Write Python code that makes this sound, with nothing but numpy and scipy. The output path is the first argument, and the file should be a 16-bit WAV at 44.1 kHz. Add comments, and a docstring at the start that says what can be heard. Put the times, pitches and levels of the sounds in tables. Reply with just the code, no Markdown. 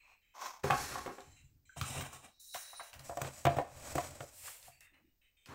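"""A wooden tabletop in a small room, on a mono microphone close to a hollow plastic kitchen scale.
Farther off, hands shove things aside and set them down; near 1.8 s a game controller is dragged away.
From 2.3 s, close up, fingers grip the scale and pick it up, skin squealing thinly on the plastic.
Around 3.5 s it rocks down onto its feet and is nudged into place; a hand strokes the casing and settles.
One last thing is set down at the side. Knocks ring object and table; rubs are surface grains catching."""
import sys
import numpy as np
from scipy import signal
from scipy.fft import rfft, irfft, next_fast_len
from scipy.io import wavfile
from scipy.ndimage import uniform_filter1d, map_coordinates

SR = 44100
rng = np.random.default_rng(int(sys.argv[2]) if len(sys.argv) > 2 else 0)


def to_wav(s):
    """Save 16-bit WAV."""
    ch = np.atleast_2d(s).T  # columns
    pcm = np.round(np.clip(ch, -1, 1) * 32767)  # PCM
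    wavfile.write(sys.argv[1], SR, pcm.astype(np.int16))


N = 244504

# Levels are relative: each source adds its own gain. A ring factor multiplies the t60 of the modes.
# Strokes, one table per pair of surfaces: t/s, rise/s, hold/s, t60/s, body level/dB, hiss level/dB
SHOVE_STROKES = [(0, 0.12, .005, 0.19, -69, -79), (.338, 0.026, 0.033, 0.27, -56.5, -64),
                 (.375, 0.081, .004, 0.35, -43.5, -48.5)]
SLIDE_STROKES = [(.632, 0.0069, 0.11, .5, -47, -51.5), (.72, 0.074, 0.06, .85, -50.5, -45),
                 (.88, 0.048, 0.0043, .65, -46, -51.5), (1.15, 0.033, 0.054, .9, -80, -75),
                 (5.458, 0.0057, 0.12, .3, -66, -68.5), (5.48, 0.038, .04, .3, -50.5, -69)]
DRAG_STROKES = [(1.758, 0.015, .03, .4, -58.5, -56), (1.8, 0.088, .01, 0.66, -52, -46.5),
                (1.918, 0.055, 0.0067, 0.47, -46, -50), (2.115, 0.024, 0.0076, 0.32, -60.5, -54.5),
                (2.22, .03, 0.0062, 0.2, -60.5, -63)]
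GRIP_STROKES = [(2.396, 0.0035, 0.16, 0.37, -113, -55), (2.535, 0.0091, 0.0093, 0.57, -64, -43),
                (2.58, .04, 0.27, 0.17, -69, -60.5), (2.8, 0.037, 0.0067, 0.57, -61, -60),
                (2.925, 0.013, 0.0051, 0.24, -56, -59.5), (2.988, 0.0053, 0.0085, 0.31, -58, -59.5)]
NUDGE_STROKES = [(3.03, 0.017, 0.033, 1, -62.5, -55.5), (3.17, 0.098, 0.0087, 0.19, -45, -52.5),
                 (3.278, .06, 0.0517, 1, -61, -55), (3.46, 0.07, 0.032, 0.48, -43.5, -60.5),
                 (3.661, 0.3, 0.05, 0.93, -50, -50), (4.2, 0.0327, .01, 0.9, -72, -59)]
CASING_STROKES = [(4.3, 0.095, .01, .5, -73.5, -52.5), (4.41, 0.051, 0.02, 0.56, -59.5, -47),
                  (4.6, 0.06, 0.021, 0.25, -68.5, -58.5), (4.803, 0.0058, 0.046, 0.12, -77.5, -69),
                  (4.9, 0.068, 0.03, 0.17, -75.5, -107)]
# Spectrum of each pair of rubbing surfaces: f/Hz, level/dB
SHOVE_TONE = [(150, -24), (400, -22), (580, -9.5), (850, -4.5), (1060, -0.5), (1300, -8.5), (2500, -4),
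              (4300, -20), (6200, -18), (8500, -30), (10000, -36.5), (15500, -30.5)]
SLIDE_TONE = [(88, -36), (150, 4.5), (352, -6.5), (404, -1), (445, -11.5), (500, -4), (618, -8.5),
              (796, -7.5), (912, -5), (1150, -2.5), (1700, -7), (2270, -6.5), (3040, -11.5), (6600, -16),
              (15500, -28)]
DRAG_TONE = [(150, 8.5), (400, -9.5), (720, 0.5), (950, -2.5), (1120, -6), (1600, -5), (2700, 5),
             (3400, -8), (3900, -8), (4500, -22.5), (8600, -15), (10300, -26), (15500, -29)]
GRIP_TONE = [(250, -22), (600, 16), (1100, 6), (1600, 3), (3300, -4.5), (4400, -23), (5800, -6.5),
             (7200, -9), (9500, -10.5), (11500, -16), (15500, -11.5)]
NUDGE_TONE = [(180, -4.5), (420, -14), (580, -2), (760, -7.5), (900, -10), (1200, -11), (1600, -11.5),
              (2600, -9), (4200, -11), (6000, -8.5), (8200, -4), (9800, -16.5), (15500, -16.5)]
CASING_TONE = [(250, -42), (550, -11), (1200, -15.5), (1700, -6.5), (2400, 1), (4000, -4.5), (6000, -7.5),
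               (8200, 1), (10000, -6), (13500, -5.5), (15500, -6)]
# Hush of the room: f/Hz, level/dB
HUSH_TONE = [(25, -0.5), (60, -2), (150, -17.5), (500, -24.5), (1200, -32.5), (2400, -31.5), (3300, -33.5),
             (5000, -29), (7500, -32), (11000, -41), (14000, -22.5)]
# Spells of faint sizzle: t/s, hold/s, level/dB, favoured f/Hz
SIZZLE_SPELLS = [(0, .13, -64.5, 2450), (0.216, 0.33, -74, 2430), (1.13, 0.26, -67.5, 5920),
                 (1.363, 0.034, -66, 3310), (1.44, .005, -74.5, 8050), (1.652, 0.13, -69.5, 5520),
                 (4.715, 0.037, -66, 3700), (4.806, .06, -63, 2110), (4.934, 0.018, -67.5, 1986),
                 (5.047, 0.056, -84, 2955), (5.214, .06, -72, 2808), (5.367, 0.13, -72.5, 3880)]
# Resonances of the sizzle: f/Hz, width/Hz, level/dB
SIZZLE_PEAKS = [(1790, 180, -17), (2165, 590, 5.5), (2533, 170, 5.5), (2956, 120, 9), (3380, 75, -23),
                (3980, 130, 7.5), (6390, 200, -2), (7200, 100, -6), (7800, 930, -33), (8100, 900, 4.5)]
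# Hands lean on the tabletop: t/s, rise/s, hold/s, t60/s, level/dB
LEANS = [(.74, 0.028, 0.072, 0.49, -56.5), (1.21, 0.031, 0.21, 1.6, -65.5), (2.92, 0.049, 0.14, 2.1, -60.5),
         (3.7, 0.087, 0.21, 1.46, -57.5), (4.5, 0.082, 0.19, 1.8, -79.5)]
# Spectrum of the shaking tabletop: f/Hz, level/dB
JUDDER_TONE = [(22, -10.5), (45, -8), (62, -2), (85, 3), (105, -9), (133, -1), (180, -21), (300, -16),
               (600, -59)]
# Things set down at the side, and the scale bumping fingers and table:
# t/s, thud level/dB, body level/dB, clack level/dB, click level/dB, ring factor, favoured f/Hz
SIDE_KNOCKS = [(.637, -54, -49, -39.5, -49.5, 0.49, 450), (.642, -35, -31, -38.5, -40.5, 0.52, 443),
               (.701, -57, -27, -34, -36.5, 0.73, 700), (.707, -33.5, -32.5, -20.5, -49.5, 0.32, 1140),
               (.731, -63, -32.5, -53, -61.5, 0.4, 810), (.955, -60, -37, -49, -54.5, 0.94, 1030),
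               (1.061, -73, -39.5, -41, -48, .8, 440), (1.077, -73, -37, -49.5, -58.5, 0.21, 547),
               (1.182, -76, -47.5, -51, -75, 0.7, 594), (1.812, -32.5, -50, -33, -37, 0.54, 1116),
               (1.964, -40.5, -46, -52, -65, 1, 493), (1.994, -39.5, -63, -64, -53.5, 1, 269),
               (2.008, -39, -66, -38.5, -35, 0.57, 269), (2.128, -56.5, -52, -59.5, -43.5, 1, 1089),
               (5.486, -50.5, -59.5, -53.5, -55.5, 1, 257.5)]
SCALE_KNOCKS = [(3.0945, -58, -38, -46, -54.5, 0.42, 720), (3.171, -56, -34.5, -43.5, -42, 0.58, 640),
                (3.216, -41, -36.5, -32, -33.5, 0.24, 751), (3.246, -46.5, -44, -42, -57, 0.57, 743),
                (3.4515, -31, -24.5, -26.5, -34.5, 0.61, 786), (3.466, -37.5, -21, -28, -40.5, 0.76, 730),
                (3.49, -38.5, -34.5, -38.5, -60.5, 1, 580), (3.567, -36.5, -33.5, -45, -46.5, 0.3, 500),
                (3.585, -58, -23.5, -37.5, -47.5, 0.73, 730), (3.598, -61, -27.5, -48, -59, 0.71, 674),
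                (3.954, -37, -30, -40.5, -36.5, 0.36, 272), (3.98, -58, -29, -32.5, -41, 0.57, 885),
                (4.205, -49, -42.5, -39.5, -49.5, 0.39, 596), (4.476, -71, -61, -44, -65, 0.94, 1230)]
# Modes of the tabletop, the things at the side and the scale's shell: f/Hz, level/dB, t60/s
TABLE_MODES = [(89, -3.5, 0.16), (132.3, 0, 0.25), (144, -9, 0.066), (250, -9.5, .08)]
CLUTTER_MODES = [(250, -2, 0.061), (402, -5.5, 0.11), (511, -2.5, 0.048), (734, -4.5, 0.062),
                 (848, -4, 0.061), (1120, -25.5, .1), (1112, 0.5, 0.055), (1296, -10, 0.069),
                 (1330, -14, 0.061), (1400, -11, 0.055), (1718, -12, .12), (1850, -16.5, .12)]
SHELL_MODES = [(322.4, -3.5, 0.084), (400, -8.5, 0.065), (485, -5.5, 0.069), (576.7, -8, 0.21),
               (623, -7.5, .08), (688, -7, 0.14), (738, 2, 0.05), (860, -16.5, 0.034), (980, -17.5, .04),
               (1000, -9, 0.097), (1109, -10.5, 0.085), (1365, -20, 0.033), (1590, -30, 0.029),
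               (1811, -11.5, 0.078)]
# Crowded upper modes (clack) and hard contact (click): f/Hz, level/dB
CLACK_TONE = [(500, -25.5), (1200, 1.5), (1800, -2.5), (2800, -9.5), (3800, -14), (5000, -27.5),
              (9000, -37)]
CLICK_TONE = [(2000, -35.5), (4000, -10), (6000, 0.5), (8300, 1), (10000, -18), (15500, -2)]
# Reverberation of the small room: f/Hz, t60/s
ROOM_DECAY = [(100, 0.16), (600, 0.33), (2000, 0.31), (8000, 0.099), (15000, 0.22)]
# Fingernails and creaking plastic, and a touch on a small hollow piece: t/s, level/dB, f/Hz
NAIL_TICKS = [(1.205, -40.5, 3640), (1.813, -22.5, 3570), (2.5456, -25.5, 1816), (2.897, -47.5, 4500),
              (2.931, -35, 2300), (2.939, -37, 4600), (2.994, -35.5, 5100), (4.628, -40, 4670),
              (4.807, -41, 7650), (4.9435, -57.5, 1980), (5.459, -38, 2230)]
PLINK = [(1.694, -50, 1530)]
# Padded blows on the tabletop: t/s, level/dB
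THUMPS = [(1.263, -48), (1.434, -44), (1.77, -33), (1.782, -37), (1.897, -31), (2.993, -43.5),
          (4.679, -52.5)]
# Soft fingertips on hollow plastic: t/s, level/dB, favoured f/Hz, ring factor
FINGER_TAPS = [(1.763, -41, 743, 0.45), (2.547, -34, 723, 0.39), (2.556, -35.5, 1144, 0.35),
               (2.731, -42.5, 926, 0.44), (2.796, -34.5, 1220, 0.24), (2.808, -38.5, 760, 0.66),
               (3.109, -33.5, 614, 0.73), (3.126, -39, 690, 0.41), (3.183, -43, 590, 0.76),
               (3.207, -33.5, 760, 0.76), (4.229, -38.5, 500, 0.59), (4.678, -48, 750, 0.94)]
# Skin slips over plastic: t/s, rise/s, hold/s, t60/s, squeal level/dB, squeak level/dB
SKIN_SLIPS = [(2.25, .04, .1, .4, -78, -92), (2.396, .006, .1, .4, -66, -65),
              (2.47, .06, .04, .35, -56, -56), (2.58, .04, .12, .4, -60, -55),
              (2.75, .015, .07, .35, -60, -57)]
# Resonances of the thin squeal and of the shrill squeak above it: f/Hz, width/Hz, level/dB
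SQUEAL_PEAKS = [(3770, 55, -14.5), (3933, 85, -9), (4340, 260, -22), (5290, 460, -26), (5900, 780, -29)]
SQUEAK_PEAKS = [(9350, 45, 0), (9990, 100, -5)]
# The palm settles against the casing: t/s, rise/s, hold/s, t60/s, level/dB
PALM_PRESSES = [(4.9, 0.017, 0.081, .3, -84), (4.98, .04, 0.038, .22, -70)]
# Spectrum of the casing under the palm: f/Hz, level/dB
PALM_TONE = [(120, -10.5), (230, -0.5), (310, 7.5), (450, -31.5), (900, -58)]

MIC_TOP_HZ = 15750


def amp(db):
    """Decibels to gain."""
    return 10 ** (np.asarray(db) / 20)


def unit(x):
    """Scale to rms 1."""
    return x / np.sqrt(np.mean(x ** 2) + 1e-20)


def crest(x):
    """Scale so that the loudest 6 ms have rms 1."""
    return x / np.sqrt(uniform_filter1d(x ** 2, 260).max() + 1e-20)


def along(points, hz):
    """Read (f/Hz, value) points on a log frequency axis."""
    freqs, values = np.transpose(points)
    return np.interp(np.log(hz + 1), np.log(freqs + 1), values)


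def filtered(x, response):
    """Filter x by a gain given as a function of frequency."""
    size = next_fast_len(len(x) + 8192, real=True)
    return irfft(rfft(x, size) * response(np.fft.rfftfreq(size, 1 / SR)), size)[:len(x)]


def coloured(x, tone):
    """Shape x with a spectrum, at rms 1."""
    return unit(filtered(x, lambda hz: amp(along(tone, hz))))


def wobble(rate):
    """A random curve through rate knots a second."""
    return map_coordinates(rng.standard_normal(4096), [np.arange(N) * rate / SR], order=1, mode="wrap")


def add(track, start, sound):
    """Mix a sound into a track from start, in seconds."""
    span = track[max(round(start * SR), 0):][:len(sound)]
    span += sound[:len(span)]


def swells(rows):
    """Strokes that rise, hold and die away: one gain curve for each level column."""
    t, power = np.arange(N) / SR, 0
    for start, rise, hold, t60, *db in rows:
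        rising = np.clip((t - start) / max(rise, .002), 0, 1)
        falling = amp(-60 * np.clip((t - start - rise - hold) / t60, 0, 2))
        power = power + np.outer(amp(db), rising * falling) ** 2
    return np.sqrt(power)


def ripple(hz):
    """The crowded upper resonances of a sliding thing: blunt tops with notches between them."""
    uneven = np.minimum(map_coordinates(rng.standard_normal(256), [hz / 130]), .7)
    return amp(3 * np.clip(hz / 2000, 0, 1) * uneven)


def rub(strokes, tone, level_db, rasp_db, grit, chatter_db):
    """Surface grains catch and let go: a dense patter with low body, high hiss and a rasp between."""
    catches = rng.standard_normal(N) * (rng.random(N) < 700 / SR)  # about 700 a second
    friction = (rng.standard_normal(N) + grit * unit(catches)) * amp(chatter_db * wobble(110))
    size = next_fast_len(N, real=True)
    hz = np.fft.rfftfreq(size, 1 / SR)
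    spectrum = rfft(friction, size) * amp(along(tone, hz)) * ripple(hz) * (hz < MIC_TOP_HZ)
    above = lambda edge_hz: 1 - 1 / (1 + (hz / edge_hz) ** 8)
    bands = [above(200) - above(1500), above(1500) - above(4500), above(4500)]
    low, middle, high = [unit(irfft(spectrum * band, size)[:N]) for band in bands]
    body, hiss = swells(strokes)
    rasp = amp(rasp_db) * np.sqrt(body * hiss)
    return amp(level_db) * (body * low + rasp * middle + hiss * high)


def rubs():
    """Things slide over the table, then hands slide over the scale."""
    shove = rub(SHOVE_STROKES, SHOVE_TONE, level_db=0.5, rasp_db=-8.5, grit=0.54, chatter_db=1.5)
    slide = rub(SLIDE_STROKES, SLIDE_TONE, level_db=-1.5, rasp_db=-2, grit=0.067, chatter_db=1.54)
    drag = rub(DRAG_STROKES, DRAG_TONE, level_db=0.5, rasp_db=-3.5, grit=0.16, chatter_db=2)
    grip = rub(GRIP_STROKES, GRIP_TONE, level_db=-3.5, rasp_db=-0.5, grit=0.12, chatter_db=1)
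    nudge = rub(NUDGE_STROKES, NUDGE_TONE, level_db=-1, rasp_db=-5.5, grit=0.35, chatter_db=2)
    casing = rub(CASING_STROKES, CASING_TONE, level_db=-1.5, rasp_db=-3.5, grit=0.14, chatter_db=0.5)
    return shove + slide + drag + grip + nudge + casing


def hush():
    """Room tone: a steady, mostly low noise under everything."""
    return amp(-77) * coloured(rng.standard_normal(N), HUSH_TONE)


def whistling(peaks):
    """Noise of rms 1 in a few narrow resonances with dark valleys between them."""
    response = lambda f: sum(amp(db) / (1 + (2 * (f - hz) / width) ** 2) for hz, width, db in peaks)
    return unit(filtered(rng.standard_normal(N), response))


def sizzle(level_db, drift, focus_db):
    """Faint sizzle; each spell shifts the peaks, which lose focus_db an octave from its favoured pitch."""
    out = np.zeros(N)
    for start, hold, db, favoured_hz in SIZZLE_SPELLS:
        peaks = []
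        for hz, width, peak_db in SIZZLE_PEAKS:
            shifted_hz = hz * (1 + drift * rng.standard_normal())
            peaks.append((shifted_hz, width, peak_db - focus_db * abs(np.log2(hz / favoured_hz))))
        out += swells([(start, 0.0033, hold, 0.31, db + level_db)])[0] * whistling(peaks)
    return out


def rumble(force, tone, level_db, lumps_db):
    """A panel shakes unevenly under whatever moves on it."""
    shake = coloured(rng.standard_normal(N) * amp(lumps_db * wobble(25)), tone)
    return amp(level_db) * force * shake


def judder():
    """The tabletop shakes under sliding things and leaning hands."""
    sliding = amp(-9.5) * swells(SLIDE_STROKES + DRAG_STROKES + NUDGE_STROKES)[0]
    force = np.hypot(swells(LEANS)[0], sliding)
    return rumble(force, JUDDER_TONE, level_db=1.5, lumps_db=3.5)


def struck(modes, favoured_hz, focus_db):
    """The struck spot feeds modes near favoured_hz; the others lose focus_db per octave."""
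    return [(hz, db - focus_db * abs(np.log2(hz / favoured_hz)), t60) for hz, db, t60 in modes]


def ring(modes, t, ring_factor, attack, scatter_db):
    """Damped modes, at new strengths and signs for each blow."""
    hz, db, t60 = np.transpose(modes)[:, :, None]
    strength = amp(db + scatter_db * rng.standard_normal(hz.shape)) * rng.choice([-1, 1], hz.shape)
    waves = strength * amp(-60 * t / (t60 * ring_factor)) * np.sin(2 * np.pi * hz * t)
    return crest(waves.sum(0) * (1 - np.exp(-t / attack)))


def burst(tone, t, t60, attack):
    """Modes too crowded to tell apart, dying together."""
    noise = coloured(rng.standard_normal(len(t)), tone)
    return crest(noise * amp(-60 * t / t60) * (1 - np.exp(-t / attack)))


def knocks(rows, modes, thud_db, body_db, clack_db, click_db, clack_t60, click_t60, attack, focus_db):
    """A blow thuds in the table, rings the object and clicks; the thing then rocks onto a second corner."""
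    out, t = np.zeros(N), np.arange(SR // 3) / SR
    for start, thud, body, clack, click, ring_factor, favoured_hz in rows:
        fed_modes = struck(modes, favoured_hz, focus_db)
        for delay, ring_db, edge_db in [(0, 0, 0), (0.014, -9, -26.5)]:  # blow, soft rebound
            table = amp(thud + thud_db) * ring(TABLE_MODES, t, ring_factor, 0.0016, scatter_db=1.5)
            shell = amp(body + body_db) * ring(fed_modes, t, ring_factor, attack, scatter_db=2.5)
            edge = amp(clack + clack_db) * burst(CLACK_TONE, t, clack_t60 * ring_factor, attack)
            edge += amp(click + click_db) * burst(CLICK_TONE, t, click_t60, attack)
            add(out, start + delay, amp(ring_db) * (table + shell) + amp(edge_db) * edge)
    return out


def room(x, delay_s=.004):
    """The near walls answer, each frequency dying at its own speed."""
    hz, t, noise = signal.stft(rng.standard_normal(SR // 2), SR, nperseg=256)
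    decay = amp(-60 * t / along(ROOM_DECAY, hz)[:, None])
    tail = signal.istft(noise * decay, SR, nperseg=256)[1]
    delayed = np.pad(x, (round(delay_s * SR), 0))
    return signal.fftconvolve(delayed, tail / np.linalg.norm(tail))[:N]


def ticks(rows, level_db, octaves, t60):
    """Tiny hard contacts, each bright around its own pitch."""
    out, t = np.zeros(N), np.arange(SR // 10) / SR
    envelope = amp(-60 * t / t60) * (1 - np.exp(-t / 0.00018))
    for start, db, pitch_hz in rows:
        band = lambda hz: 1 / (1 + (np.log2((hz + 1) / pitch_hz) / octaves) ** 2)
        noise = filtered(rng.standard_normal(len(t)), band)
        add(out, start, amp(db + level_db) * crest(noise * envelope))
    return out


def thumps(level_db):
    """Soft flesh on the tabletop wakes only its lowest modes."""
    out, t = np.zeros(N), np.arange(SR // 3) / SR
    for start, db in THUMPS:
        thud = ring(TABLE_MODES, t, ring_factor=0.94, attack=0.0074, scatter_db=6)
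        add(out, start, amp(db + level_db) * thud)
    return out


def taps(level_db, attack, focus_db):
    """A fingertip gives a dull pat and rings only the shell modes that its spot favours."""
    out, t = np.zeros(N), np.arange(SR // 4) / SR
    for start, db, hz, ring_factor in FINGER_TAPS:
        pat_tone = [(hz / 2.2, -22), (hz, 0), (hz * 2, -12), (hz * 6, -45)]
        pat = amp(-4) * burst(pat_tone, t, t60=0.087, attack=attack)
        shell = ring(struck(SHELL_MODES, hz, focus_db), t, ring_factor, attack, scatter_db=2.5)
        add(out, start, amp(db + level_db) * (shell + pat))
    return out


def squeal(squeal_db, squeak_db):
    """Slipping skin feeds a lower and an upper group of resonances, each in fits and starts."""
    lower, upper = [gain * amp(2.5 * wobble(38)) for gain in swells(SKIN_SLIPS)]
    thin = amp(squeal_db) * lower * whistling(SQUEAL_PEAKS)
    shrill = amp(squeak_db) * upper * whistling(SQUEAK_PEAKS)
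    return thin + shrill


def palm():
    """The casing rumbles softly as the palm settles against it."""
    return rumble(swells(PALM_PRESSES)[0], PALM_TONE, level_db=3.5, lumps_db=7.5)


def scene():
    """The scale is close to the microphone and dry; things at the side are farther off, with more room."""
    aside = knocks(SIDE_KNOCKS, CLUTTER_MODES, thud_db=-4, body_db=0.5, clack_db=-3, click_db=-10,
                   clack_t60=0.041, click_t60=0.06, attack=0.0012, focus_db=7.5)
    scale = knocks(SCALE_KNOCKS, SHELL_MODES, thud_db=2, body_db=-1, clack_db=-4, click_db=-3,
                   clack_t60=0.065, click_t60=0.02, attack=0.0015, focus_db=7)
    fingers = taps(level_db=-9, attack=0.003, focus_db=29)
    nails = ticks(NAIL_TICKS, level_db=-15, octaves=.9, t60=0.014)
    plink = ticks(PLINK, level_db=-5, octaves=0.033, t60=0.029)
    walls = room(amp(-2.5) * aside + amp(-12.5) * (scale + fingers) + amp(-4) * (nails + plink))
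    table = thumps(level_db=-12) + judder()
    skin = squeal(squeal_db=2, squeak_db=-5) + palm()
    mono = aside + scale + fingers + nails + plink + walls + table + skin + rubs()
    mono += hush() + sizzle(level_db=-1.5, drift=0.057, focus_db=9)
    return np.array([mono, mono])


def record(dry):
    """The microphone keeps nothing above its band limit."""
    return np.array([filtered(channel, lambda hz: hz < MIC_TOP_HZ) for channel in dry])


dry = scene()
out = record(dry)
to_wav(out)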